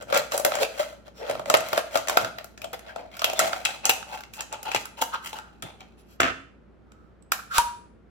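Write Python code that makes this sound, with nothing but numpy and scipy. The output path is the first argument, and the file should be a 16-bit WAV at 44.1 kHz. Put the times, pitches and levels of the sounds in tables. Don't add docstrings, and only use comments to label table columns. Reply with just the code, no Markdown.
import sys
import numpy as np
from scipy import signal
from scipy.fft import rfft, irfft, next_fast_len
from scipy.io import wavfile
from scipy.ndimage import map_coordinates

SR = 44100
rng = np.random.default_rng(int(sys.argv[2]) if len(sys.argv) > 2 else 0)


def wav_record(signal):
    frames = np.transpose(np.atleast_2d(signal))
    bounded = np.clip(frames, -1, 1)
    quanta = np.round(bounded * 32767).astype(np.int16)
    wavfile.write(sys.argv[1], SR, quanta)


N = 357192
TIME = np.arange(N) / SR


def from_db(db):
    return 10 ** (np.asarray(db) / 20)


def rms_one(x):
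    return x / np.sqrt(np.mean(x ** 2) + 1e-20)


def in_time(rows):
    s, *columns = np.transpose(rows)
    return [np.interp(TIME, s, column) for column in columns]


def at_hz(points, hz):
    table_hz, values = np.array(points)[:, 0], np.array(points)[:, 1]
    return np.interp(np.log(np.maximum(hz, 1)), np.log(table_hz), values)


def add(track, s, sound):
    start = round(s * SR)
    at, sound = max(start, 0), sound[..., max(-start, 0):]
    track[..., at:at + sound.shape[-1]] += sound[..., :N - at]


def drift(per_s, size=32):
    knots, coarse = rng.standard_normal(400), TIME[::size]
    wander = map_coordinates(knots, [coarse * per_s], order=2, mode="mirror")
    return np.interp(TIME, coarse, wander)


def coloured(x, spectrum, size=4096):
    log_gain = np.log(from_db(at_hz(spectrum, np.fft.rfftfreq(size, 1 / SR))))
    cepstrum = irfft(log_gain)
    cepstrum[1:size // 2] *= 2
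    cepstrum[size // 2 + 1:] = 0
    response = irfft(np.exp(rfft(cepstrum)))
    return signal.oaconvolve(x, response / np.linalg.norm(response))[:len(x)]


def resonance(x, hz, width_hz, size=256):
    r = np.exp(-np.pi * width_hz / SR)
    out, state = np.zeros(len(x)), np.zeros(2)
    centre, step = np.broadcast_to(hz, len(x)), size if np.ndim(hz) else len(x)
    for i in range(0, len(x), step):
        poles = [1, -2 * r * np.cos(2 * np.pi * centre[i] / SR), r * r]
        out[i:i + step], state = signal.lfilter([1, 0, -1], poles, x[i:i + step], zi=state)
    return out * np.sqrt((1 - r * r) / 2)


def ringing(modes):
    t, out = TIME[:SR], 0
    for hz, db, t60 in modes:
        out = out + from_db(db - 60 * t / t60) * np.sin(2 * np.pi * hz * t)
    return out


def shiver(rise_s, fade_s, size=1024):
    t = TIME[:size]
    shape = (1 - np.exp(-(t / rise_s) ** 2)) * np.exp(-(t / fade_s) ** (3 / 2))
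    phase = np.angle(rfft(rng.standard_normal(size) * shape))
    burst = irfft(np.exp(1j * phase)) * np.sqrt(shape)
    return burst * np.linalg.norm(shape) / np.linalg.norm(burst)


# pitch_hz, relative level_db (per Hz)
AIR = [(15, -50), (25, -36), (48, -15), (108, -8.5), (141, -12.5), (217, -5.5), (249, -12), (394, -12.5),
       (427, -14.5), (1020, -28), (1370, -25.5), (1700, -31.5), (16000, -69.5)]


def background(hum_hz=59.0, hum_db=-60.0, air_db=-57.0, side_db=-3.0):
    mid, side = (coloured(rng.standard_normal(N), AIR) for _ in range(2))
    air = from_db(air_db) * (mid + from_db(side_db) * side * np.array([[1], [-1]]))
    hum = from_db(hum_db) * np.sqrt(2) * np.sin(2 * np.pi * hum_hz * TIME)
    return air + hum * from_db([[-1.5], [1.5]])


# pitch_hz, t60_s
ROOM_T60 = [(150, 0.69), (500, 0.41), (1400, 0.46), (3700, 0.43), (9700, 0.42), (16000, 0.28)]


def room(x, wet_db=-6.5, alike_hz=450, onset_s=.004, count=9):
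    t, response = TIME[:SR * 2 // 3], 0
    white = rfft(rng.standard_normal((3, len(t))))
    hz = np.fft.rfftfreq(len(t), 1 / SR)
    alike = 1 / (1 + (hz / alike_hz) ** 2)
    field = np.sqrt(alike) * white[2] + np.sqrt(1 - alike) * white[:2]
    edges = np.geomspace(40, SR / 2, count + 1)
    for low, high in zip(edges, edges[1:]):
        dying = np.exp(-np.log(1000) * t / at_hz(ROOM_T60, np.sqrt(low * high)))
        response = response + dying * irfft(field * (hz >= low) * (hz < high), len(t))
    early = (1 - np.exp(-(t / onset_s) ** 2)) * (1 + 1.6 * np.exp(-t / .012))
    response = response * early
    response = from_db(wet_db) * response / np.linalg.norm(response, axis=1, keepdims=True)
    return signal.oaconvolve(x[None], response, axes=1)[:, :N]


# pitch_hz, left_lead_rad
PORT_PHASE = [(100, 0.5), (800, 1.06), (1250, -2.5), (1900, -1.84), (2850, 3.5), (3450, -0.58), (5000, 4),
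              (6500, -3), (8000, 0.5), (10000, 1.5), (12600, 2.2), (15000, -0.5)]
# pitch_hz, left_minus_right_db
PORT_BALANCE = [(120, 0.5), (330, 2.5), (650, 4.5), (1300, -3), (2600, 4.5), (5500, -2), (15000, 1.5)]


def microphones(x):
    size = next_fast_len(N + SR // 10)
    hz = np.fft.rfftfreq(size, 1 / SR)
    half = from_db(at_hz(PORT_BALANCE, hz) / 2) * np.exp(.5j * at_hz(PORT_PHASE, hz))
    return irfft(rfft(x, size) * [half, 1 / half], size)[:, :N]


# peak_s, half_length_s (to 1/e), level_db
THUDS = [(0.153, 0.11, -46), (0.616, 0.048, -51), (1.353, 0.046, -46), (1.374, 0.041, -52.5),
         (1.48, 0.034, -44.5), (2.237, 0.05, -40.5), (2.66, 0.026, -52.5), (3.416, .03, -43.5),
         (4.763, 0.015, -38.5), (5.646, 0.014, -37)]
# pitch_hz, relative level_db (per Hz)
FLEX = [(40, -16), (110, -2.5), (200, 0.5), (400, -8.5), (600, -4.5), (1500, -40), (4000, -71)]


def flexing():
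    swell = sum(from_db(db) * np.exp(-((TIME - s) / length) ** 2) for s, length, db in THUDS)
    return swell * coloured(rng.standard_normal(N), FLEX)


# start_s, level_db (before the ring and knock trims)
BOUNCES = [(5.627, -35), (6.2004, -25), (6.2015, -13.5), (6.216, -19), (6.2312, -15.5)]


def rattle(gap_s=0.01, first_db=-21.5, loss_db=1.2, count=8):
    times = BOUNCES[-1][0] + np.cumsum(gap_s * rng.lognormal(0, .25, count))
    return [(s, first_db - loss_db * k) for k, s in enumerate(times)]


# pitch_hz, level_db (before a small random change), t60_s
LANDED_MODES = [(269, -9, .3), (673, -7, .25), (770, -10, .25), (1240, -1, .15), (1303, -1, .15),
                (1448, -9, .3), (1680, -7, .2), (1787, -5, .25), (2035, -8, .28), (2400, -7, .2),
                (2745, -5, .3), (3015, -7, .2), (3450, -12, .22)]
# pitch_hz, relative level_db (per Hz)
KNOCK = [(25, -35), (70, -1), (170, -8.5), (280, 0), (500, -1.5), (680, 2), (920, -8.5), (1300, 7.5),
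         (1800, 1.5), (3000, -3.5), (4000, -12), (6300, -19), (12000, -46), (16000, -35)]


def landing(ring_db=-11.5, knock_db=5.5):
    knocks, rings = np.zeros(N), np.zeros(N)
    for s, db in BOUNCES + rattle():
        modes = [(hz, level + rng.normal(0, 0.42), t60) for hz, level, t60 in LANDED_MODES]
        add(knocks, s, from_db(db + knock_db) * shiver(rise_s=0.00062, fade_s=0.0053))
        add(rings, s, from_db(db + ring_db) * ringing(modes))
    return coloured(knocks, KNOCK) + rings


# pitch_hz, level_db (relative), t60_s
FREE_MODES = [(944.7, -5.5, 0.23), (956.4, -8, 0.34), (2710, -31, .25)]


def release(s=7.585, ring_db=-7.0, thump_db=-32.0):
    out = np.zeros(N)
    add(out, s, from_db(ring_db) * ringing(FREE_MODES))
    add(out, s, from_db(thump_db) * ringing([(36, -3.0, 0.24), (67.4, 11.0, 0.049)]))
    return out


# peak_s, rise_s, fall_s, pitch_hz, level_db, grit_db (relative)
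CREAKS = [(.345, 0.0087, 0.019, 625, -20.5, -16.5), (.632, .027, 0.0075, 560, -18.5, -8),
          (1.191, 0.03, 0.035, 5550, -53.5, 2.5), (1.228, 0.03, .026, 494, -33, -33),
          (2.9, 0.015, 0.015, 1590, -38.5, -22), (3.375, 0.015, 0.022, 3480, -35.5, -4),
          (4.14, 0.042, 0.038, 864, -37.5, -13), (5.145, 0.012, 0.009, 1235, -22, -17.5),
          (5.147, 0.019, 0.0099, 960, -31, -23), (5.23, 0.045, 0.031, 1334, -45, -34),
          (5.4, 0.081, 0.094, 1360, -46, -34), (5.635, .005, 0.083, 3450, -48.5, -26),
          (5.999, .02, 0.024, 11040, -64, 2), (6.121, .04, 0.038, 11540, -64.5, 4.5),
          (7, 0.2, .18, 1310, -63, -17), (7.225, 0.0018, 0.003, 7970, -51.5, -9.5),
          (7.394, 0.0029, 0.0053, 1335, -26.5, -26.5), (7.52, 0.011, .03, 1410, -28.5, -15),
          (7.56, 0.021, 0.05, 1260, -29, 1), (7.573, 0.0044, 0.0066, 1350, -18, -9.5)]
# pitch_hz, relative level_db (per Hz)
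SHEET = [(100, -54), (600, -9.5), (1000, -12), (1350, 1.5), (1700, -7.5), (2100, -8), (2600, -3.5),
         (3400, -6), (4300, -7), (5500, -14.5), (8000, -33.5), (16000, -50.5)]
TREBLE = [(500, -61), (3500, -20.5), (5000, -2.5), (6000, 1.5), (7500, 2), (9000, -5), (12000, -2),
          (15500, -7.5), (18000, -7)]


def creaks(slips_per_s=480, jitter=.25, width_hz=110, treble_db=-4.0):
    out, grit, t = np.zeros(N), np.zeros(N), TIME[:SR // 2]
    lag = t - t.mean()
    for s, rise, fall, hz, db, grit_db in CREAKS:
        turns = np.cumsum(rng.lognormal(0, jitter, size=400)) / slips_per_s
        slips = np.zeros(len(t))
        slips[(turns[turns < t[-1]] * SR).astype(int)] = 1
        slips = signal.oaconvolve(slips, shiver(rise_s=0.000079, fade_s=0.003))[:len(t)]
        slips = rms_one(slips)
        swell = np.exp(-(lag / np.where(lag < 0, rise, fall)) ** 2) * np.hanning(len(t))
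        swell = from_db(db) * swell
        tone = resonance(resonance(slips, hz, width_hz), hz, 6 * width_hz)
        add(out, s - t.mean(), swell * rms_one(tone))
        add(grit, s - t.mean(), swell * slips * from_db(grit_db))
    return out + coloured(grit, SHEET) + from_db(treble_db) * coloured(grit, TREBLE)


# time_s, pitch_hz (before the flex wander)
WALL_NOTE = [(0, 548), (.7, 616), (1.15, 574), (1.6, 638), (3.45, 658), (3.75, 794), (4.45, 839),
             (5.2, 935), (5.6, 794)]
# pitch_hz, relative level_db (per Hz)
WALL = [(40, -50), (100, -12.5), (200, -12.5), (320, -6.5), (480, 1.5), (640, 3), (830, 0), (1000, -4),
        (1400, -17), (3000, -62.5), (8000, -84)]


def can_wall(boom, sheet, treble, note_db=-6.5, broad_db=5.0, note_width_hz=70, flex=0.012):
    note_hz = in_time(WALL_NOTE)[0] * np.exp(flex * drift(per_s=31))
    note = from_db(note_db) * resonance(boom, note_hz, note_width_hz)
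    wall = note + from_db(broad_db) * boom
    return coloured(wall, WALL) / 2 + coloured(sheet, SHEET) + coloured(treble, TREBLE)


def squeeze(lag, rise_s, fall_s, shape=1.45):
    return np.exp(-np.abs(lag / np.where(lag < 0, rise_s, fall_s)) ** shape)


# peak_s, rise_s, fall_s, crinkle_db, boom_db and fizz_db (both relative to crinkle)
BITES = [(.025, .015, 0.012, -46, 6, -11), (0.114, 0.019, 0.022, -35.5, 9.5, -9.5),
         (.165, 0.027, 0.027, -20, 2, -11), (.325, .012, 0.053, -33, 2.5, -1),
         (.46, .01, 0.013, -33, 18, -27), (.62, .12, 0.02, -32.5, 3.5, -11.5),
         (0.798, .07, 0.073, -38.5, 2.5, -5), (1.08, .02, 0.0082, -51.5, 3.5, -10),
         (1.223, .02, 0.044, -41, 3.5, -15), (1.304, 0.038, 0.072, -37, 4.5, -11.5),
         (1.51, .035, 0.01, -34.5, 9, -6.5), (1.57, 0.012, 0.046, -35.5, 9, -10.5),
         (1.785, 0.086, 0.019, -33, 4.5, -7), (1.86, 0.031, 0.21, -55.5, 5.5, -9),
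         (1.96, 0.032, 0.04, -32.5, 5, -5.5), (2.099, .012, 0.053, -34.5, 8.5, -12.5),
         (2.195, .01, .055, -36, 6, -5), (2.4, 0.035, 0.053, -53.5, 10, -7),
         (2.65, .035, 0.018, -56, 14.5, -16), (2.739, .008, 0.012, -40.5, 5.5, -14),
         (2.889, .05, 0.031, -43.5, 3.5, -13.5), (2.969, .02, 0.069, -51.5, 13, -15.5),
         (3.16, .04, 0.049, -44, -2.5, -11.5), (3.27, .025, 0.1, -42, 9, -15),
         (3.405, 0.025, .045, -28, 5, -14.5), (3.48, .03, 0.014, -27, 4, -4.5),
         (3.55, .04, 0.11, -40.5, 7.5, -5), (3.681, .03, 0.063, -36, -0.5, -9),
         (3.862, 0.018, .018, -27, 3.5, -18.5), (3.92, .02, 0.085, -48.5, 14, -10),
         (4.141, .04, 0.045, -40.5, 4.5, -7), (4.345, .008, 0.036, -46.5, -15, 5.5),
         (4.404, .022, 0.017, -34, 3, -20), (4.523, .008, 0.058, -43, 5.5, -29),
         (4.665, .022, 0.032, -36, 7, -12), (4.755, .04, 0.013, -29.5, -3.5, -11.5),
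         (4.8, .015, 0.021, -44.5, -11, 3.5), (4.99, 0.012, 0.028, -42, 6, -5.5),
         (5.022, 0.008, 0.0078, -31, 9.5, -5), (5.14, .015, 0.021, -34.5, 1, -22),
         (5.262, .02, 0.036, -39, -7, -1.5), (5.371, .035, 0.018, -42.5, 6.5, -5.5),
         (5.635, .004, 0.078, -49.5, 5, -15), (5.81, .007, 0.038, -52, 0, -24.5)]
# crinkle, boom and fizz level_db (before the same trims)
GRIP_DB = [-70.5, -64, -79.5]


def effort(boom_lingers=1.134, handling_ends_s=6.1, size=4):
    power = np.outer(from_db(GRIP_DB) ** 2, TIME < handling_ends_s)
    for s, rise, fall, db, boom, fizz in BITES:
        wall_fall = boom_lingers * fall
        lag = np.arange(-size * rise, size * wall_fall, 1 / SR)
        blades, wall = squeeze(lag, rise, fall), squeeze(lag, rise, wall_fall)
        strengths = np.array([blades, from_db(boom) * wall, from_db(fizz) * blades])
        add(power, s + lag[0], (from_db(db) * strengths) ** 2)
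    return np.sqrt(power)


def crackle(per_s, spread_db):
    sizes = from_db(spread_db * np.minimum(rng.exponential(1, N), 4)) * rng.choice([-1, 1], N)
    return rms_one(sizes * (rng.random(N) < per_s / SR))


def shearing(boom_db=-4.5, sheet_db=-0.5, treble_db=1.0, strip_db=-12.0, strip_width_hz=200,
             strip_ratio=3.2, strip_wander=0.052, clump_db=3.5, facet_db=0.0, facet_width_hz=190, count=14):
    crinkle, boom, fizz = effort()
    fractures = rms_one(crackle(per_s=430, spread_db=2.0) * from_db(clump_db * drift(per_s=44)))
    grains = rms_one(signal.oaconvolve(fractures, shiver(rise_s=0.0002, fade_s=0.0031))[:N])
    dealt = rng.integers(0, count, N)
    pitches = np.geomspace(1100, 6000, count) * rng.lognormal(0, 0.093, count)
    facets = sum(resonance(fractures * (dealt == k), hz, facet_width_hz) for k, hz in enumerate(pitches))
    facets = rms_one(facets)
    strip_hz = strip_ratio * in_time(WALL_NOTE)[0] * np.exp(strip_wander * drift(per_s=6))
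    strip = from_db(strip_db) * resonance(grains, strip_hz, strip_width_hz)
    sheet = grains / 2 + from_db(facet_db) * facets / 2 + strip
    return from_db([[boom_db], [sheet_db], [treble_db]]) * [boom * grains, crinkle * sheet, fizz * grains]


def cluster(spread_s=.008, lesser_db=-16.0, count=4):
    breaks = np.zeros(SR // 30)
    delays = np.minimum(rng.exponential(spread_s * SR, count), len(breaks) - 1).astype(int)
    breaks[delays] = from_db(lesser_db) * rng.standard_normal(count)
    breaks[0] = 1
    return breaks


# start_s, level_db, boom_db and treble_db (both relative), pitch_hz of the patch
SNAPS = [(0.023, -39.5, -0.5, -6.5, 1520), (0.0996, -30, -6.5, -19, 1450), (0.1245, -13, -0.5, -22, 1070),
         (.1441, -20.5, -9.5, -10, 1090), (0.1731, -12, -8, -10, 1900), (0.1917, -23, -3.5, -29, 1800),
         (0.3191, -17, -7, -17.5, 1150), (0.3766, -22, 2, -1, 1310), (0.3961, -32, 15.5, -5, 1086),
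         (0.4478, -9.5, -0.5, -8, 1800), (.5182, -17.5, 2, -27.5, 1310), (0.5522, -21, -12, -9, 1110),
         (.6295, -11.5, -6.5, -18.5, 2330), (.7961, -25, 9.5, -25, 1320), (0.828, -29, 2, -18, 1334),
         (1.2965, -25.5, 13.5, -14.5, 1600), (1.3099, -23, 7, -16, 1830), (1.3513, -28.5, 6, -20.5, 1140),
         (1.3942, -28.5, 12, -20, 1380), (1.4571, -27.5, 3, -18.5, 1990), (1.4987, -9.5, 2, -14.5, 1080),
         (1.5395, -4, 3.5, -20.5, 1890), (1.5474, -7.5, -3.5, -22, 1174), (1.5696, -28.5, -24.5, 0, 1310),
         (1.6043, -26, -18, -12, 1520), (1.6851, -25.5, -25.5, -10.5, 1333), (1.729, -14.5, 4.5, -16, 1310),
         (1.7759, -12, 3, -17.5, 1385), (1.9545, -12, 3, -20.5, 1100), (1.9722, -16.5, -7, -13, 1113),
         (2.0717, -24, -3.5, -15, 1900), (2.0832, -16, -1.5, -11, 1900), (2.0956, -12.5, -1.5, -14.5, 1424),
         (2.1703, -5, 0, -17.5, 1450), (2.2454, -18.5, -4, -20.5, 1440), (2.3837, -22, -8.5, -22.5, 1970),
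         (2.4428, -35, -0.5, -5, 1350), (2.5753, -34, -16, -16, 1760), (2.617, -28.5, -20, -13, 2534),
         (2.6424, -26.5, 0.5, -15, 3060), (2.7306, -30, 4, -8, 1367), (2.7918, -36, -8.5, -11.5, 1760),
         (2.9597, -29, 8, -20.5, 1340), (3.1672, -33.5, -17.5, -9, 1560), (3.1926, -20, -17, -19.5, 5400),
         (3.2176, -15.5, -5, -19.5, 1064), (3.242, -6, -7, -15, 2987), (3.2974, -22, 4, -14, 2518),
         (3.3318, -26.5, 9.5, -8.5, 2430), (3.3912, -9.5, -3, -8, 1923), (3.3972, -13, -15, -9.5, 1305),
         (3.5299, -15.5, -6, -26, 1500), (3.6504, -11.5, -16.5, -12, 3400), (3.6556, -10.5, -18, -27, 2625),
         (3.8534, -16, -4.5, -1.5, 2640), (3.8933, -6, -2, -10, 2530), (3.8998, -12, -12, -13.5, 2735),
         (4.0265, -27.5, -22, -27.5, 1370), (4.1365, -33.5, -13, -27, 2440),
         (4.2057, -33, -18, -12.5, 1470), (4.235, -31, -23, -20, 2220), (4.3357, -32, -15, -10, 2550),
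         (4.4062, -22.5, -11.5, -9, 1535), (4.5255, -28, 4, -8.5, 1170), (4.6289, -32, -23, -3, 1360),
         (4.7157, -19.5, -4.5, -19.5, 2380), (4.7462, -12.5, 3, -17, 2090), (4.76, -14, -20, -19, 2260),
         (4.854, -30, -18, -7.5, 1256), (5.0145, -19.5, 0, -8.5, 3255), (5.0204, -20.5, -5, -4.5, 1290),
         (5.329, -26.5, 2.5, -19, 3020), (5.3857, -28.5, -2, -18.5, 1390),
         (5.6226, -26, -13.5, -10.5, 3270), (5.805, -36, -5.5, -19, 2360),
         (6.2029, -27.5, -8.5, 1.5, 12000), (6.9183, -45, -15.5, -17.5, 1310),
         (7.3185, -9, -8.5, -10.5, 1480), (7.5804, -6.5, -38.5, -10.5, 1270)]


def snaps(boom_db=-6.0, sheet_db=-4.5, treble_db=5.0, patch_db=-6.5, patch_width_hz=420):
    drive, share = np.zeros((3, N)), from_db(patch_db)
    for s, db, boom, treble, hz in SNAPS:
        burst = signal.fftconvolve(cluster(), shiver(rise_s=0.00086, fade_s=0.004))
        rim_echo = np.roll(burst, rng.integers(SR // 1500, SR // 600))
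        rippled = .9 * burst + .4 * rng.choice([-1, 1]) * rim_echo
        patch = resonance(rippled, hz, patch_width_hz)
        sheet = (rippled + share * patch) / np.hypot(1, share)
        burr = resonance(rippled, rng.uniform(6000, 14500), 2200)
        edge = (rippled + from_db(-2.5) * burr) / np.hypot(1, from_db(-4.5))
        gains = from_db(db + np.array([[boom + boom_db], [sheet_db], [treble + treble_db]]))
        add(drive, s, gains * [burst, sheet, edge])
    return drive


def can_face():
    return can_wall(*(snaps() + shearing())) + creaks() + flexing() + landing()


# time_s, left_minus_right_db
PAN = [(0, 0), (5.3, 0), (5.6, -1.5), (6.5, -2.5), (7.2, -1)]


def scene(left_db=-3.5, right_db=-3.5, flank_db=-5.5):
    opposite = np.array([[1], [-1]])
    front, flank = can_face() + release(), from_db(flank_db) * can_face()
    direct = microphones(front) + microphones(flank) * opposite
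    place = from_db(np.array([[left_db], [right_db]]) + in_time(PAN)[0] / 2 * opposite)
    return (direct + room(front) + room(flank)) * place + background()


def record(dry, cutoff_hz=16200):
    return signal.sosfilt(signal.ellip(10, .1, 80, cutoff_hz, fs=SR, output="sos"), dry)


dry = scene()
out = record(dry)
wav_record(out)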